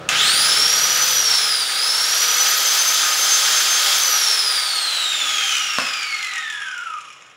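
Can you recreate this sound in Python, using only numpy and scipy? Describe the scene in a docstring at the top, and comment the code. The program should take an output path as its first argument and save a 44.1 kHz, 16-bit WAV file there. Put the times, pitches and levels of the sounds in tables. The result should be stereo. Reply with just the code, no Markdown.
"""An angle grinder snaps on in a workshop, spins up, coasts briefly, runs free and winds down.
The motor's pull against friction and air drag sets the speed. The whine (twelve cycles a turn),
fan rush, brush hiss and bevel gear rattle all follow the rotor; slow gears tick in their backlash.
An engine drones outside at first, and during the wind-down a rocker switch clicks on a wooden box."""
import sys
import numpy as np
from scipy import signal
from scipy.fft import rfft, irfft, next_fast_len
from scipy.io import wavfile
from scipy.ndimage import uniform_filter1d, map_coordinates

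SR = 44100
rng = np.random.default_rng(int(sys.argv[2]) if len(sys.argv) > 2 else 0)


def generate_wav(signal):
    """Clip the signal to [-1, 1] and save it as 16-bit WAV at the path in sys.argv[1]."""
    frames = np.transpose(np.atleast_2d(signal))
    scaled = np.clip(frames, -1, 1) * 32767
    pcm = np.round(scaled).astype(np.int16)
    wavfile.write(sys.argv[1], SR, pcm)


N = 324576

# workshop reverb: f/Hz, t60/s
ROOM_DECAY = [(200, 0.39), (1500, 0.71), (6000, 0.66), (14000, 0.36)]
# room tone fader: t/s, level/dB
ROOM_TONE_LEVEL = [(0, -35.5), (.6, -38), (1.5, -48), (4, -53.5), (6.3, -59), (7.36, -58)]
# room tone colour: f/Hz, level/dB
ROOM_TONE_EQ = [(25, -23), (70, -7), (140, 0.5), (350, 2.5), (550, 7), (800, -1.5), (1100, -2.5), (1260, 6),
                (1900, -6.5), (3500, -10.5), (7000, -22), (15000, -39)]
# fader of the engine outside: t/s, level/dB
DRONE_LEVEL = [(0, -42), (.5, -49.5), (1.2, -51), (1.6, -66), (2.2, -69), (6, -78), (7.36, -72)]
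# its low firing orders: f/Hz, level/dB
DRONE_PARTIALS = [(66, 0), (99, 1), (132, 11.5), (165, 8.5), (199, -3), (231, -6)]
# modes of the wooden socket box: f/Hz, width/Hz, level/dB
BOX_MODES = [(250, 48, 5), (640, 200, 2.5), (1105, 110, 12), (1420, 91, 11), (3606, 800, -1)]
# modes of the rocker's plastic lever: f/Hz, width/Hz, level/dB
LEVER_MODES = [(1500, 330, 3), (3380, 1100, 0)]

# modes of the grinder's plastic slide switch: f/Hz, width/Hz, level/dB
SLIDER_MODES = [(2660, 540, 14), (3600, 490, -8), (6340, 890, 5)]
# spells of motor power: on/s, off/s
POWER_SPANS = [(0.088, 1.082), (1.697, 3.954)]
# the hand turns the gear head toward the listener and away: t/s, level/dB
FACING_LEVEL = [(0.1, 2), (0.45, 4), (0.9, -1.5), (1.45, -0.5), (1.75, -6), (2.15, 0), (2.4, 0), (3.9, 2),
                (4.3, 0), (4.65, -6.5), (5.15, 0.5), (5.45, 8), (6.1, 4.5), (6.6, 1), (7.36, 4.5)]
# colour of the draught from the vents: f/Hz, level/dB
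DRAUGHT_EQ = [(50, -41), (140, -23), (250, -19.5), (340, -0.5), (520, 7), (700, 4.5), (1000, 2),
              (1500, 5.5), (4000, -40)]
# fan turbulence, moving with speed: order/(cycles per turn), level/dB
FAN_ORDERS = [(.45, -30.5), (1.2, -5.5), (2, -2), (3, -5.5), (5, -6), (7, -8.5), (9.5, 2.5), (12, -5.5),
              (14, -4), (16, -10), (22, -12), (30, -16.5), (60, -29.5)]
# what the vents let out of it: f/Hz, level/dB
VENT_EQ = [(100, -20), (350, -20), (600, -7.5), (1100, -2), (1300, -0.5), (7300, 3), (8000, 1.5), (9500, 5),
           (11500, 2), (13600, -7.5), (14700, 5)]
# fan fader: effort (speed plus weighted motor load), level/dB
FAN_BY_EFFORT = [(.21, -56), (.28, -48), (.42, -37), (.58, -26.5), (1.05, -22.5)]
# colour of the brush and bearing hiss: f/Hz, level/dB
BRUSH_EQ = [(1200, -38), (2700, -15), (3200, 3.5), (4300, -2.5), (5100, -1), (5800, -3), (6200, -7),
            (7300, -3), (8100, -18), (9900, -10), (11000, -21), (13500, -20), (15000, -20.5)]
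# brush fader: effort, level/dB
BRUSH_BY_EFFORT = [(.13, -57), (.2, -45.5), (.28, -37.5), (.72, -26.5), (1.05, -23)]
# colour of the gear case noise: f/Hz, level/dB
GEAR_EQ = [(60, -33), (200, -27.5), (350, -21), (500, -22.5), (660, -35.5), (810, -16.5), (1000, -23.5),
           (1140, -13.5), (1260, -2.5), (1550, 0), (1950, -4), (2400, -4.5), (3300, -4.5), (5000, -24),
           (10000, -65)]
# ring of the gear head and guard: f/Hz, width/Hz, level/dB
HEAD_MODES = [(792, 27, 10.5), (1251.4, 32, 8), (2180, 24, -2), (2610, 69, -11)]
# gear fader: effort, level/dB
GEAR_BY_EFFORT = [(.13, -56), (.2, -46.5), (.28, -35.5), (.72, -28), (1.05, -25.5)]
# steel rung by the teeth: f/Hz, width/Hz, level/dB
STEEL_MODES = [(1287, 30, 13), (2190, 14, 12.5), (2505, 70, 11.5), (2885, 360, 4.5), (3240, 160, -6),
               (5280, 690, -4.5), (5780, 100, 0), (6570, 150, -0.5), (6960, 130, -3), (7390, 64, -1),
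               (9640, 160, -4.5)]
# backlash knocks at set times: t/s, dry peak/dB
TIMED_KNOCKS = [(0.2904, -7), (5.82, -16), (5.889, -15), (6.0193, -20), (6.1171, -21.5), (6.3547, -32),
                (6.5386, -25), (6.564, -35), (6.6187, -17.5), (6.6831, -19), (6.7131, -22), (6.876, -34),
                (6.984, -28), (7.0519, -29), (7.1028, -25.5), (7.1323, -35), (7.222, -32), (7.3, -41)]
# further knocks of the same kind, once a spindle turn while coasting: speed (1 = full), dry peak/dB
TICK_BY_SPEED = [(.13, -43), (.2, -28), (.3, -26), (.42, -23)]
# whine by pitch; the housing barely radiates below its lowest mode: f/Hz, level/dB
WHINE_BY_PITCH = [(850, -72), (1050, -49), (1240, -27), (2450, -27), (3000, -22), (4200, -19.5),
                  (5300, -16.5), (6300, -18)]
# the whine's octave by its own pitch: f/Hz, level/dB
OCTAVE_BY_PITCH = [(2100, -62), (2450, -40), (3100, -38.5), (5200, -27.5), (8000, -28.5), (11500, -25.5),
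                   (12700, -32)]
# brief dips and swells: t/s, length/s, whine level/dB, octave level/dB
WHINE_SWELLS = [(.1, 0.069, -10, -6), (.22, 0.24, 3.5, 3), (.38, 0.22, -1, 6), (.68, 0.26, 1, -3.5),
                (1.272, .2, 2, -6), (1.69, 0.18, -6, -2), (2.08, .3, -2.5, -4), (2.595, .14, -6, 2),
                (3.06, 0.29, -5, -1), (3.21, .06, -3, 2), (3.333, 0.12, 3.5, -5), (3.47, 0.086, -17, -2),
                (3.638, 0.056, -17, -3), (3.75, 0.1, 1.5, -10), (3.882, 0.15, -20, 1),
                (4.3, 0.21, -0.5, -8), (4.673, 0.17, -3, -6), (4.922, 0.19, -2, -8), (6.115, 0.055, 6, 1.5),
                (6.937, 0.07, 3, 2)]
# weaker rotor tones, riding on the whine's level: order/(cycles per turn), level/dB
ROTOR_ORDERS = [(1, -25), (6, -25), (13, -20)]
# so small a body radiates lows poorly: f/Hz, level/dB
BODY_EQ = [(120, -45), (210, -9), (270, -10), (450, -5.5), (700, 1.5), (1200, 1), (15000, 2)]
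# the thin disc sings as a low rotor order sweeps through its mode: f/Hz, width/Hz, level/dB
DISC_MODES = [(978, 5.5, -10.5)]

PULL, FRICTION, AIR_DRAG = 6241, 82.8, 0.00065  # turns/s^2 (pull at rest), turns/s^2, per turn
FULL_SPEED, HALF_PULL_SPEED = 526, 176.6  # turns/s
PULL_FALL = 2.851  # how steeply the pull falls with speed
TEETH, GEAR_RATIO = 12, 3.6  # whine cycles per rotor turn, rotor turns per spindle turn
GEAR_LOAD, BRUSH_LOAD, FAN_LOAD = 2.05, 0.74, 1.9  # weight of the load in each layer's effort
GEAR_FACING, FAN_FACING = 0.53, 0.14  # share of FACING_LEVEL; the brushes get all of it
TICK_SCATTER_DB, TICK_JITTER_S, TICK_BELOW_SPEED = 3, .003, .42
TOP_HZ = 15750


def amp(db):
    """Decibels to gain."""
    return 10 ** (np.asarray(db) / 20)


def unit(x):
    """Scale to rms 1."""
    return x / np.sqrt(np.mean(x ** 2) + 1e-20)


def along(points, x):
    """Read (x, value) points on a log x axis."""
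    knots, values = np.transpose(points)
    return np.interp(np.log(x + 1e-6), np.log(knots), values)


def curves(rows):
    """One value per sample for each column after the time."""
    times, *columns = np.transpose(rows)
    return [np.interp(np.arange(N) / SR, times, column) for column in columns]


def wobble(rate):
    """A smooth random curve, rate knots a second."""
    return map_coordinates(rng.standard_normal(int(N * rate / SR) + 4), [np.arange(N) * rate / SR])


def filtered(x, response):
    """x times a complex response of frequency."""
    size = next_fast_len(len(x) + SR // 2)
    return irfft(rfft(x, size) * response(np.fft.rfftfreq(size, 1 / SR)), size)[:len(x)]


def coloured(x, eq):
    """x through an EQ curve, at rms 1."""
    return unit(filtered(x, lambda f: amp(along(eq, f))))


def dulled(x, edge_hz):
    """Steep treble roll-off above the edge."""
    return filtered(x, lambda f: 1 / (1 + 1.2j * f / edge_hz - (f / edge_hz) ** 2) ** 2)


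def resonances(modes, f):
    """Causal response of a bank of ringing modes."""
    return sum(amp(db) * 1j * f * width / (hz * hz - f * f + 1j * f * width) for hz, width, db in modes)


def add(track, s, sound):
    """Mix a sound into the track at time s."""
    part = track[round(s * SR):][:len(sound)]
    part += sound[:len(part)]


def push(contact_s):
    """The force of one short contact: a smooth pulse."""
    age = np.arange(SR // 2) / SR / contact_s
    return age * np.exp(-age)


def crack(modes, contact_s, edge_hz):
    """A short rough contact rings the modes; peak 1."""
    t = np.arange(SR // 2) / SR
    contact = rng.standard_normal(len(t)) * np.exp(-t / contact_s)
    ring = dulled(filtered(contact, lambda f: resonances(modes, f)), edge_hz)
    return ring / np.abs(ring).max()


def room(x, wet_db):
    """Direct sound plus the workshop's diffuse tail, in an equal-power mix."""
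    hz, t, noise = signal.stft(rng.standard_normal(SR * 3 // 4), SR, nperseg=256)
    decay = amp(-60 * t / along(ROOM_DECAY, hz)[:, None])
    tail = signal.istft(noise * decay, SR, nperseg=256)[1]
    wet = signal.fftconvolve(x, np.pad(tail, (SR // 300, 0)) / np.linalg.norm(tail))[:len(x)]
    return (x + amp(wet_db) * wet) / np.hypot(1, amp(wet_db))


def room_tone():
    """The workshop's dull bed of noise."""
    level_db, = curves(ROOM_TONE_LEVEL)
    return amp(level_db) * coloured(rng.standard_normal(N), ROOM_TONE_EQ)


def engine_drone():
    """The low firing orders of an engine outside waver and fade."""
    level_db, = curves(DRONE_LEVEL)
    drifting_t = np.cumsum(1 + 0.0055 * wobble(5.4)) / SR
    drone = sum(amp(db + 2.1 * wobble(1.77)) * np.sin(2 * np.pi * (hz * drifting_t + rng.random()))
                for hz, db in DRONE_PARTIALS)
    return amp(level_db) * unit(drone)


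def rocker_switch(at_s, gain_db):
    """The rocker snaps over with a plastic crack and knocks the hollow wooden box."""
    track = np.zeros(N)
    knock = filtered(push(contact_s=.00007), lambda f: resonances(BOX_MODES, f))
    lever = crack(LEVER_MODES, contact_s=0.0017, edge_hz=9900)
    click = knock / np.abs(knock).max() + .55 * lever
    add(track, at_s, amp(gain_db) * room(click, wet_db=-2))
    return track


def slide_switch(at_s, gain_db):
    """The grinder's switch snaps on and rings its plastic shell."""
    track = np.zeros(N)
    snap = crack(SLIDER_MODES, contact_s=0.0038, edge_hz=10000)
    add(track, at_s, amp(gain_db) * room(snap, wet_db=-4))
    return track


def motor():
    """Speed (1 = full) and load (1 = stalled): a series motor's pull falls as it speeds up."""
    step_s = .001
    clock = np.arange(0, N / SR, step_s)
    powered = sum((clock >= on) & (clock < off) for on, off in POWER_SPANS)
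    rate, rows = 0, []
    for s, on in zip(clock, powered):
        torque = on / (1 + (rate / HALF_PULL_SPEED) ** PULL_FALL)
        rate = max(0, rate + step_s * (PULL * torque - FRICTION - AIR_DRAG * rate ** 2))
        rows.append((s, rate / FULL_SPEED, torque))
    return curves(rows)


def tooth_knock(t60_s, detune, scatter_db):
    """Tooth strikes tooth and briefly rings the greased steel, a little differently each time; peak 1."""
    t = np.arange(SR // 16) / SR
    hz, width, db = np.transpose(STEEL_MODES)[:, :, None]
    size, shift = rng.standard_normal((2, *hz.shape))
    gain = amp(db + scatter_db * size) * np.sqrt(width)
    envelope = amp(-60 * t / t60_s) * (1 - np.exp(-t / .0006))
    ring = envelope * (gain * np.sin(2 * np.pi * hz * (1 + detune * shift) * t)).sum(0)
    return ring / np.abs(ring).max()


def backlash(turns, speed, load):
    """Slack teeth knock at set times and once a spindle turn while the disc coasts slowly."""
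    track = np.zeros(N)
    new_turn = np.diff(turns // GEAR_RATIO, prepend=0) > 0
    at = np.flatnonzero(new_turn & (load == 0) & (speed < TICK_BELOW_SPEED))
    late, size = rng.uniform(-1, 1, (len(at), 2)).T
    tick_s = at / SR + TICK_JITTER_S * late
    tick_db = along(TICK_BY_SPEED, speed[at]) + TICK_SCATTER_DB * size
    for s, db in [*TIMED_KNOCKS, *zip(tick_s, tick_db)]:
        add(track, s, amp(db) * tooth_knock(t60_s=.022, detune=.025, scatter_db=2.5))
    return room(track, wet_db=-2)


def draught(speed, full_db):
    """Air blown from the vents swells steeply with speed."""
    return amp(full_db + wobble(7.8)) * speed ** 3 * coloured(rng.standard_normal(N), DRAUGHT_EQ)


def fan(turns):
    """Turbulence laid out along the rotor's angle: its pitch rises and falls with speed."""
    steps_per_turn = 128
    noise = rng.standard_normal(int(turns[-1] * steps_per_turn) + 8)
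    air = filtered(noise, lambda f: amp(along(FAN_ORDERS, f * steps_per_turn / SR)))
    return coloured(map_coordinates(air, [turns * steps_per_turn], order=3), VENT_EQ)


def brushes(turns, speed, scatter_db, chatter):
    """Brush and bearing hiss crossfades in the wind-down to steel ringing on each spindle turn."""
    spindle = turns / GEAR_RATIO + .12 * wobble(20)
    turn_gains = amp(scatter_db * np.clip(rng.standard_normal(2000), -2, 1.2))
    burst = turn_gains[spindle.astype(int)] * np.exp(-(spindle % 1) / .17)
    hiss = coloured(rng.standard_normal(N) * (1 + chatter * burst), BRUSH_EQ)
    knocking = rng.standard_normal(N) * (.15 + burst)
    steel = filtered(knocking, lambda f: resonances(STEEL_MODES, f) * f ** 2 / (f ** 2 + 1100 ** 2))
    ring = unit(room(dulled(steel, edge_hz=8400), wet_db=-2.5))
    hiss_gain = np.interp(speed, [.2, .35, .55, 1], [.2, .5, .88, 1])
    hiss_gain[:np.argmax(speed)] = 1  # pure hiss until the speed peaks
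    return hiss_gain * hiss + np.sqrt(1 - hiss_gain ** 2) * ring


def gears(turns, rattle_db, ripple_db):
    """Meshing teeth rattle unevenly, once a turn more strongly, and ring the gear head."""
    rattle = rng.standard_normal(N) * amp(rattle_db * wobble(240) + ripple_db * np.cos(2 * np.pi * turns))
    return unit(filtered(rattle, lambda f: amp(along(GEAR_EQ, f)) * (1 + resonances(HEAD_MODES, f))))


def rotor_tone(turns, order, db, wet_db):
    """A gliding tone beats against its own echoes, so it flutters about its mean level."""
    direct = amp(db) * np.sin(2 * np.pi * order * turns)
    tone = room(direct, wet_db)
    power = lambda x: np.abs(uniform_filter1d(x ** 2, size=SR // 8)) + 1e-5
    return tone * np.sqrt(power(direct) / power(tone))


def whine(turns, speed):
    """The tooth-passing tone and its overtones, over weaker rotor orders and the singing disc."""
    t = np.arange(N) / SR
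    pitch_hz = TEETH * FULL_SPEED * speed
    swell_db, octave_swell_db = sum(np.outer(dbs, np.exp(-(2 * (t - s) / length) ** 2))
                                    for s, length, *dbs in WHINE_SWELLS)
    whine_db = along(WHINE_BY_PITCH, pitch_hz) + swell_db + .5 * wobble(8)
    octave_db = along(OCTAVE_BY_PITCH, 2 * pitch_hz) + octave_swell_db + 1.6 * wobble(5.2)
    mesh = turns + 0.004 * (1 - speed) * wobble(150)  # slack teeth jitter at low speed
    fundamental = rotor_tone(mesh, TEETH, whine_db, wet_db=4.0)
    octave = rotor_tone(mesh, 2 * TEETH, octave_db, wet_db=9)
    third = speed ** 2 * rotor_tone(mesh, 3 * TEETH, octave_db - 10, wet_db=5)  # slow teeth mesh softly
    hum = speed * sum(amp(db + 2.5 * wobble(9)) * np.sin(2 * np.pi * order * turns)
                      for order, db in ROTOR_ORDERS)
    sweep = sum(np.sin(2 * np.pi * order * turns + 1.35 * wobble(70)) for order in range(7, 10))
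    body = filtered(hum, lambda f: amp(along(BODY_EQ, f)))
    disc = filtered(sweep, lambda f: resonances(DISC_MODES, f))
    return fundamental + octave + third + room(amp(whine_db) * (body + disc), wet_db=3.0)


def grinder(turns, speed, load):
    """The running tool: whine and draught, with gears, brushes and fan riding the motor's effort."""
    start_s = POWER_SPANS[0][0]
    gate = np.clip((np.arange(N) / SR - start_s) / 0.0014, 0, 1)
    facing_db, = curves(FACING_LEVEL)
    gear_db = along(GEAR_BY_EFFORT, speed + GEAR_LOAD * load) + GEAR_FACING * facing_db
    brush_db = along(BRUSH_BY_EFFORT, speed + BRUSH_LOAD * load) + facing_db
    fan_db = along(FAN_BY_EFFORT, speed + FAN_LOAD * load) + FAN_FACING * facing_db
    noise = amp(gear_db + wobble(12)) * gears(turns, rattle_db=1.0, ripple_db=-1.5)
    noise += amp(brush_db + 0.84 * wobble(12)) * brushes(turns, speed, scatter_db=8.5, chatter=0.2)
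    noise += amp(fan_db + 0.88 * wobble(9)) * fan(turns)
    noise += draught(speed, full_db=-38)
    return gate * (noise + whine(turns, speed))


def scene():
    """One rotor drives the whole tool; the mono mix feeds both channels."""
    speed, load = motor()
    turns = np.cumsum(FULL_SPEED * speed * (1 + 0.000381 * wobble(25))) / SR
    mono = slide_switch(at_s=0.0893, gain_db=-1)
    mono += grinder(turns, speed, load) + backlash(turns, speed, load)
    mono += rocker_switch(at_s=5.7855, gain_db=-2)
    mono += engine_drone() + room_tone()
    return np.array([mono, mono])


def record(dry):
    """A brick-wall low-pass on the mix."""
    return np.array([filtered(x, lambda f: f < TOP_HZ) for x in dry])


dry = scene()
out = record(dry)
generate_wav(out)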